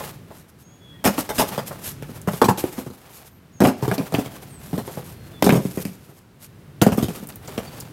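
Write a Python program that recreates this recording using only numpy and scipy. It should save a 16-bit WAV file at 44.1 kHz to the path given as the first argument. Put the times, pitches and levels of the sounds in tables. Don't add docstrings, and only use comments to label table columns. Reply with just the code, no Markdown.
import sys
import numpy as np
from scipy import signal
from scipy.fft import rfft, irfft, next_fast_len
from scipy.io import wavfile

SR = 44100
rng = np.random.default_rng(int(sys.argv[2]) if len(sys.argv) > 2 else 0)


def waveform_to_disk(signal):
    frames = np.transpose(np.atleast_2d(signal))
    scaled = np.clip(frames, -1, 1) * 32767
    samples = np.round(scaled).astype(np.int16)
    wavfile.write(sys.argv[1], SR, samples)


N = 349272
TIME = np.arange(N) / SR
AGE = np.arange(SR // 3) / SR

RELEASE_TIMES = [0, 2.35, 3.5, 5.3, 6.7]
# frequency in Hz, width in Hz, relative level in dB.
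FLAT_BOX_MODES = [(109, 26, -18), (188, 160, -7.5), (295, 41, 1), (440, 80, 11.5), (515, 450, -5),
                  (662, 83, -1), (870, 180, -12), (846, 24, 10), (960, 96, -25), (1100, 310, -2),
                  (1052, 210, -30), (1230, 42, -20), (1630, 190, -9)]
LONG_BOX_MODES = [(115, 60, -11.5), (248, 26, -4), (360, 42, -4.5), (460, 49, -24), (640, 32, -60.5),
                  (820, 180, -10.5), (1050, 73, -18), (1240, 230, -56), (1430, 39, -49)]
TAPED_BOX_MODES = [(205, 130, -16), (280, 30, -6), (350, 83, -10), (430, 23, -0.5), (490, 11, -1.5),
                   (534, 38, -6), (590, 48, -20), (654, 170, -3), (755, 20, -33), (820, 170, -62),
                   (896, 24, -38.5), (1140, 70, -32), (1141, 27, -38)]
WIDE_BOX_MODES = [(191, 94, 0), (270, 73, 7), (386, 50, 4), (520, 32, -2), (560, 27, -14), (716, 32, -35),
                  (766, 26, -39), (870, 21, -30), (1010, 53, -44), (1160, 73, -39), (1130, 56, -39),
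                  (1260, 45, -32), (1300, 55, -38)]
TOP_BOX_MODES = [(117, 160, 1), (235, 77, -3), (307, 85, -7), (420, 106, 4), (544, 83, -17), (630, 44, -25),
                 (670, 57, -5), (770, 44, -18), (892, 70, -40), (1014, 38, -31), (1060, 55, -40),
                 (1330, 78, -38), (1340, 48, -43)]
# mean narrow face pitch in Hz,
# t60 of the first blow in seconds, t60 of later blows in seconds,
# rasp level above the crack in dB for a blow of no hardness.
BOARDS = [(577, 0.078, .1, -0.5), (470, 0.058, 0.092, 0), (385, 0.15, 0.13, -0.5), (378, 0.062, 0.15, 3.5),
          (405, 0.042, .11, 0.5)]
# time in seconds, broad face pitch in Hz, thump level in dB,
# knock level in dB, crack level in dB, hardness from 0 to 1.
BLOWS = [(.006, 140, -46, -32.5, -48, 0.1), (.305, 136, -45, -41, -64, 0.1),
         (1.041, 288, -27, -23.5, -25.5, 0.06), (1.052, 275, -19, -17.5, -22, 0.13),
         (1.07, 210, -15, -20, -24, 0.19), (1.179, 291, -21, -25, -35, 0.17),
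         (1.291, 178, -37, -24.5, -32, 0.15), (1.382, 260, -26, -24, -23, 0.1),
         (1.394, 276, -20.5, -17, -27.5, .06), (1.42, 178, -26.5, -21.5, -32, 0.46),
         (1.508, 191, -34, -45, -64, 0.23), (1.578, 172, -26.5, -23, -35.5, 0.36),
         (1.708, 130, -43, -32.5, -69, 0.14), (2.024, 162, -35, -44.5, -43.5, 0.56),
         (2.091, 230, -32.5, -44, -57, .1), (2.274, 163, -17.5, -22.5, -37, 0.13),
         (2.334, 166, -27, -35, -44, 0.43), (2.416, 250, -15, -10, -27, 0.32),
         (2.44, 234, -17, -19.5, -29, 0), (2.484, 187, -14.5, -13.5, -28.5, 0.07),
         (2.574, 286, -36, -30, -35, 0), (2.639, 300, -20, -27, -39.5, 0.55),
         (2.78, 264, -26, -31.5, -46.5, 0.43), (2.864, 134, -31.5, -40.5, -53, 0.35),
         (2.902, 210, -41, -45, -53, 0.64), (3.604, 214, -13.5, -15.5, -29, 0.36),
         (3.62, 213, -12.5, -18, -35, 0.62), (3.637, 200, -9, -16, -30, 0.1),
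         (3.651, 210, -18, -16, -36, 0.25), (3.672, 258, -14, -19, -29, 0.23),
         (3.824, 129, -19, -26, -39, 0.14), (3.879, 127, -21, -26, -36.5, 0.4),
         (3.914, 173, -20, -21.5, -37, 0.47), (3.979, 272, -20, -28.5, -38.5, 0.26),
         (3.996, 180, -21.5, -29.5, -63, 0.07), (4.123, 165, -28, -31, -41, 0.29),
         (4.141, 126, -18, -22, -33, 0.31), (4.183, 280, -18.5, -28.5, -37, 0.14),
         (4.26, 128, -34, -48, -44, 0.58), (4.73, 163, -20.5, -30.5, -45, 0.3),
         (4.779, 229, -24, -28, -38.5, 0.23), (4.877, 112, -42, -32, -45.5, 0.5),
         (4.972, 160, -28.5, -32.5, -60, 0.35), (5.424, 300, -16.5, -15, -27, 0.76),
         (5.442, 197, -21, -20.5, -27.5, 0.42), (5.464, 192, -11, -14.5, -31.5, 0.4),
         (5.492, 230, -10.5, -14, -33, 0.45), (5.523, 180, -10.5, -15, -33, 0.34),
         (5.551, 165, -13.5, -19.5, -37.5, 0.03), (5.651, 181, -20.5, -34, -45.5, 0.42),
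         (5.773, 174, -24, -29, -42, 0.4), (5.852, 188, -24, -36, -39.5, 0.43),
         (6.09, 177, -48, -46.5, -82, 0.5), (6.816, 214, -10.5, -16.5, -23.5, 0.18),
         (6.826, 192, -18, -20, -27.5, 0.33), (6.865, 240, -9, -14.5, -32, 0.42),
         (6.92, 165, -18, -26.5, -36, 0.18), (6.978, 233, -15, -24.5, -36.5, 0.12),
         (7.026, 113.6, -17, -36, -32.5, 0.3), (7.084, 170, -25, -30, -40, 0.38),
         (7.172, 189, -36.5, -49, -56, 0.27), (7.226, 236, -34, -42, -70, 0.3),
         (7.48, 108, -39, -36.5, -44, 0.36), (7.578, 238, -25.5, -25.5, -37.5, .45)]
# time in seconds, peak level in dB, pitch in Hz.
SNAPS = [(2.216, -27.5, 9250), (3.652, -13, 2560), (3.9142, -12, 1300), (3.9808, -21.5, 4230),
         (4.1487, -12.5, 2530), (5.4242, -17, 3120), (5.4465, -15, 4500), (5.4929, -10, 1700),
         (5.5044, -11, 2230), (6.8152, -11, 3160), (6.9745, -21, 13000), (7.271, -27, 13200),
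         (7.2887, -24.5, 11000), (7.3234, -35.5, 4030), (7.3577, -23.5, 12400), (7.4755, -27, 6300),
         (7.5806, -20.5, 2440), (7.802, -20.5, 12400), (7.807, -23.5, 6400)]
# start in seconds,
# time until release in seconds, scuff level in dB, rustle level in dB.
SLIDES = [(-.05, .1, -35.5, -40), (0.267, 0.092, -48.5, -69), (1.058, 0.16, -40, -46),
          (1.301, 0.28, -38, -48), (1.64, 0.2, -47, -54), (2.04, 0.13, -49, -52),
          (2.268, 0.096, -43, -40.5), (2.572, 0.24, -44.5, -45.5), (2.86, 0.19, -56.5, -59.5),
          (3.003, 0.24, -53, -70), (3.75, 0.61, -43, -52), (4.365, 0.18, -54, -58),
          (4.587, 0.51, -47.5, -46), (5.19, 0.3, -54.5, -64), (5.583, .26, -60, -44), (5.9, 0.27, -59, -58),
          (6.888, 0.31, -46.5, -47.5), (7.212, 0.13, -50.5, -60), (7.414, 0.43, -44.5, -58)]
# centre in seconds, half length in seconds, level in dB.
SWISHES = [(0.382, 0.044, -52), (.495, .012, -54), (.613, 0.024, -53), (1.2, 0.02, -29), (1.36, 0.017, -37),
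           (1.406, 0.024, -25), (1.488, 0.013, -36), (1.68, 0.014, -34), (1.875, 0.043, -32),
           (2.596, 0.016, -29.5), (3.164, 0.044, -45), (3.274, 0.017, -47.5), (3.946, 0.012, -33.5),
           (6.438, 0.026, -43)]
# frequency in Hz, width in Hz.
CATCH_MODES = [(420, 65), (760, 110), (1150, 130)]
# start in seconds, end in seconds, first and last frequency in Hz,
# level in dB relative to the song gain.
BIRDS = [(0.599, 0.801, 6460, 6800, -62), (0.664, 0.805, 3200, 3480, -69), (0.792, 1.02, 3383, 3324, -53),
         (0.925, 1.006, 1905, 1870, -60), (0.997, 1.045, 3230, 3130, -64), (3.27, 3.412, 13500, 12900, -65),
         (3.522, 3.626, 6760, 6240, -58.5), (4.48, 4.604, 9100, 7600, -52), (5.132, 5.346, 4320, 4180, -66),
         (5.324, 5.41, 3530, 3400, -53), (7.666, 7.695, 4700, 4380, -48.5)]
# frequency in Hz, relative level in dB per Hz.
CRACK_SPECTRUM = [(700, 6), (1400, -6.5), (2200, -6.5), (3300, -5.5), (5000, -11), (8000, -38)]
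RASP_SPECTRUM = [(2500, -39), (5000, 1.5), (8000, 2), (11000, 1.5), (13500, 4), (16000, -9)]
SCUFF_SPECTRUM = [(150, -2.5), (400, 7), (800, 5.5), (1300, 0.5), (3000, -5), (6000, -10)]
RUSTLE_SPECTRUM = [(1500, 2), (4000, 1.5), (7000, 3), (10000, 4.5), (13000, 8.5), (16000, -9.5)]
HUM_SPECTRUM = [(20, -14), (45, -1.5), (80, 7), (140, 10.5), (220, 3.5), (400, -4), (800, -17), (1600, -17),
                (3200, -22.5), (6500, -31), (13000, -28), (16000, -33)]
WASH_SPECTRUM = [(150, -4), (400, 2.5), (1000, 0), (3000, -10.5), (7000, -16.5), (16000, -21)]
# time in seconds, level in dB.
HUM_LEVEL = [(0, -40), (.6, -51), (1, -44), (2, -39), (2.8, -45), (3.1, -53.5), (3.5, -49), (4.4, -43),
             (5.2, -40.5), (5.9, -43), (6.25, -52.5), (6.6, -45.5), (7.3, -42.5), (7.92, -40.5)]
# delay in seconds, level in dB.
WALL_ECHOES = [(.0047, -17), (.0092, -19.5), (0.0144, -15.5)]
# frequency in Hz, t60 in seconds.
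PORCH_DECAY = [(100, 0.27), (400, 0.58), (1500, 0.42), (5000, 0.7), (16000, 0.14)]
# frequency in Hz, side level relative to mid in dB.
SIDE_SPECTRUM = [(30, -10), (100, -69), (400, -64.5), (1000, -52), (3000, -39.5), (14000, -34.5)]

FACE_SCATTER_OCTAVES = 0.063
NARROW_FACE_DB, HARD_RING_DB = -9.5, 17
HARD_RASP_LOSS_DB = 6.5
SLIDE_ATTACK_S, SLIDE_T60_S = 0.055, 0.31
CATCHES_PER_S, CATCH_DB = 30, -8
WASH_DB = -59.5
MIC_LOW_HZ, CUTOFF_HZ = 40.5, 15800


def boxes():
    bodies = [FLAT_BOX_MODES, LONG_BOX_MODES, TAPED_BOX_MODES, WIDE_BOX_MODES, TOP_BOX_MODES]
    out, previous = np.zeros(N), None
    for s, broad_hz, thump_db, knock_db, crack_db, hardness in BLOWS:
        box = np.searchsorted(RELEASE_TIMES[1:], s)
        mean_narrow_hz, first_t60, later_t60, rasp_above_crack_db = BOARDS[box]
        narrow_hz = mean_narrow_hz * 2 ** (FACE_SCATTER_OCTAVES * rng.uniform(-0.98, 1))
        rasp_db = crack_db + rasp_above_crack_db - HARD_RASP_LOSS_DB * hardness
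        t60 = later_t60 if box == previous else first_t60
        add(out, s, blow(bodies[box], broad_hz, narrow_hz, thump_db, knock_db, crack_db, rasp_db,
                         hardness, t60))
        previous = box
    return out


def blow(modes, broad_hz, narrow_hz, thump_db, knock_db, crack_db, rasp_db, hardness, t60,
         soft_rise=0.008, contact_t60=0.0105, give=0.003):
    hardness = np.clip(hardness, .01, .9)
    softness = 1 - hardness
    crush = (1 - np.exp(-AGE / (soft_rise * softness))) * from_db(-60 * AGE / max(t60, .01))
    touch = from_db(-60 * AGE / contact_t60)
    pressure = np.sqrt(hardness * at_level(touch, 0) ** 2 + softness * at_level(crush, 0) ** 2)

    push = at_level(signal.unit_impulse(len(AGE), int(SR * give * softness)), 0)
    buckling = softness * at_level(crush * grains(len(AGE), 1500, 4.26), 0)
    sway = panels(push + 1.19 * buckling, modes, broad_hz, face_db=-5.5, face_width=35.3)
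    thump = walls(band(sway, 80, 340))

    slap = at_level(touch * grains(len(AGE), 6000, 3.9), 0)
    narrow_face_db = NARROW_FACE_DB + HARD_RING_DB * hardness
    rattle_force = np.sqrt(hardness) * slap + 1.6 * buckling
    rattle = panels(rattle_force, modes, narrow_hz, face_db=narrow_face_db, face_width=90.0)
    knock = walls(band(rattle + 0.26 * buckling + 0.24 * hardness * slap, 254, 1306))

    crackle = pressure * grains(len(AGE), 3000, 5.1)
    crack = ground(colour(liner(crackle), CRACK_SPECTRUM))
    rubbing = pressure * grains(len(AGE), 7000, 1.65)
    rasp = ground(colour(rubbing, RASP_SPECTRUM))
    low = at_level(thump, thump_db) + at_level(knock, knock_db)
    return low + at_level(crack, crack_db) + at_level(rasp, rasp_db)


def panels(force, modes, face_hz, face_db, face_width, scatter_db=5.5):
    body = 0
    for hz, width, db in modes:
        body = body + from_db(db + scatter_db * rng.normal()) * resonate(force, hz, width)
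    face = resonate(force, face_hz, face_width)
    return at_level(body, 0) + at_level(face, face_db)


def liner(force, count=10, ring_db=4.0):
    pitches = 1400 * 2 ** rng.uniform(0, 2.2, count)
    ringing = sum(resonate(force, hz, width=320) for hz in pitches)
    return force + from_db(ring_db) * ringing


def walls(x, wall_cut_hz=200.0):
    dull = signal.sosfilt(signal.butter(1, wall_cut_hz, fs=SR, output="sos"), x)
    echoes = sum(from_db(db) * np.interp(AGE - delay, AGE, dull, left=0) for delay, db in WALL_ECHOES)
    return x + echoes


def ground(x, bounce_db=-7.0, longest=.002):
    bounces = 0
    for delay in longest * rng.uniform(.1, 1, 2):
        whole_delay = round(delay * SR) / SR
        bounces = bounces + from_db(bounce_db) * np.interp(AGE - whole_delay, AGE, x, left=0)
    return x + bounces


def snaps(t60=0.0091, flutter_db=-8.5, flutter_t60=0.077):
    out = np.zeros(N)
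    fade = from_db(-60 * AGE / t60) + from_db(flutter_db - 60 * AGE / flutter_t60)
    for s, db, hz in SNAPS:
        snap = band(fade * rng.standard_normal(len(AGE)), hz * 0.67, hz * 1.28)
        add(out, s, from_db(db) * snap / np.abs(snap).max())
    return out


def sliding(clump_db=4.0):
    scuffing, rustling = 0, 0
    for start, length, scuff_db, rustle_db in SLIDES:
        motion = slide(start, length)
        scuffing = scuffing + from_db(scuff_db) * motion
        rustling = rustling + from_db(rustle_db) * motion
    clumps = from_db(clump_db * drift(63))
    swishes = sum(from_db(db) * np.exp(-((TIME - s) / half) ** 2) for s, half, db in SWISHES)
    scuff = scuffing * clumps * rms_one(colour(grains(N, 3000, 1.2), SCUFF_SPECTRUM))
    rustle = (rustling * clumps + swishes) * rms_one(colour(grains(N, 7000, 3.8), RUSTLE_SPECTRUM))
    return scuff + rustle + scuffing * catches()


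def slide(start, length):
    rise = np.clip((TIME - start) / SLIDE_ATTACK_S, 0, 1)
    return rise * from_db(-60 * np.clip(TIME - start - length, 0, 1) / SLIDE_T60_S)


def catches(edge_db=-10.0):
    ticks = grains(N, CATCHES_PER_S, 0.83)
    ringing = sum(resonate(ticks, hz, width) for hz, width in CATCH_MODES)
    edge = from_db(edge_db) * colour(ticks, CRACK_SPECTRUM)
    return from_db(CATCH_DB) * rms_one(ringing + edge)


def birds(waver=0.0094):
    out = np.zeros(N)
    for start, end, start_hz, end_hz, db in BIRDS:
        progress = np.clip((TIME - start) / (end - start), 0, 1)
        glide_hz = start_hz + (end_hz - start_hz) * progress
        hz = glide_hz * (1 + waver * drift(510))
        level = from_db(db + 0.6 * drift(50)) * np.sin(np.pi * progress)
        out += level * np.sin(2 * np.pi * np.cumsum(hz) / SR)
    return out


def porch(x, wet_db, build_up=0.013):
    response = 0
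    for low in 60 * 2 ** np.arange(9.0):
        noise = band(rng.standard_normal(len(AGE)), low, 2 * low)
        response = response + noise * from_db(-60 * AGE / at_hz(PORCH_DECAY, low * np.sqrt(2)))
    response = response * (1 - np.exp(-AGE / build_up))
    return from_db(wet_db) * signal.fftconvolve(x, response / np.linalg.norm(response))[:N]


def background():
    hum_s, hum_db = np.transpose(HUM_LEVEL)
    hum = rms_one(colour(rng.standard_normal(N), HUM_SPECTRUM))
    wash = rms_one(colour(rng.standard_normal(N), WASH_SPECTRUM))
    return from_db(np.interp(TIME, hum_s, hum_db)) * hum + from_db(WASH_DB) * wash


def two_channels(x, smear_t60=0.031):
    smear = rng.standard_normal(len(AGE)) * from_db(-60 * AGE / smear_t60)
    side = colour(signal.fftconvolve(x, smear / np.linalg.norm(smear))[:N], SIDE_SPECTRUM)
    return np.array([x + side, x - side])


def from_db(db):
    return 10 ** (np.asarray(db) / 20)


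def rms_one(x):
    return x / np.sqrt(np.mean(x ** 2) + 1e-20)


def at_level(x, db, span=0.025):
    return from_db(db) * x * np.sqrt(span * SR / (np.sum(x ** 2) + 1e-20))


def at_hz(points, hz):
    table_hz, values = np.transpose(points)
    return np.interp(np.log(hz + 1e-9), np.log(table_hz), values)


def colour(x, spectrum):
    size = next_fast_len(len(x) // 2 + 2048) * 2
    cepstrum = irfft(np.log(from_db(at_hz(spectrum, np.fft.rfftfreq(size, 1 / SR)))))
    cepstrum[1:size // 2] *= 2
    cepstrum[size // 2 + 1:] = 0
    return irfft(rfft(x, size) * np.exp(rfft(cepstrum)))[:len(x)]


def band(x, low_hz, high_hz):
    edges = [low_hz, min(high_hz, SR / 2 - 1000)]
    return signal.sosfilt(signal.butter(2, edges, "band", fs=SR, output="sos"), x)


def resonate(x, hz, width):
    r = np.exp(-np.pi * width / SR)
    feedforward = np.array([1, 0, -1]) * (1 - r * r) / 2
    feedback = [1, -2 * r * np.cos(2 * np.pi * hz / SR), r * r]
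    return signal.lfilter(feedforward, feedback, x + 1e-18)


def grains(size, per_s, spread_db):
    strength = from_db(spread_db * np.minimum(rng.exponential(1, size), 4))
    happens = rng.random(size) < per_s / SR
    return rms_one(happens * strength * rng.choice([-1, 1], size))


def drift(rate):
    knots = rng.standard_normal(4096)
    return np.interp(TIME * rate, np.arange(len(knots)), knots)


def add(out, s, x):
    i = max(int(s * SR), 0)
    out[i:i + len(x)] += x[:N - i]


def scene():
    near = boxes() + snaps() + sliding()
    song = birds()
    far = from_db(5) * song + porch(song, wet_db=-3.0) + background()
    return two_channels(near + porch(near, wet_db=-18.5) + far)


def record(dry):
    heard = signal.sosfilt(signal.butter(2, MIC_LOW_HZ, "high", fs=SR, output="sos"), dry)
    knee, headroom = .7, .25
    over = np.maximum(np.abs(heard) - knee, 0)
    rounded = np.clip(heard, -knee, knee) + np.sign(heard) * headroom * np.tanh(over / headroom)
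    return signal.sosfilt(signal.ellip(10, .1, 80, CUTOFF_HZ, fs=SR, output="sos"), rounded)


dry = scene()
out = record(dry)
waveform_to_disk(out)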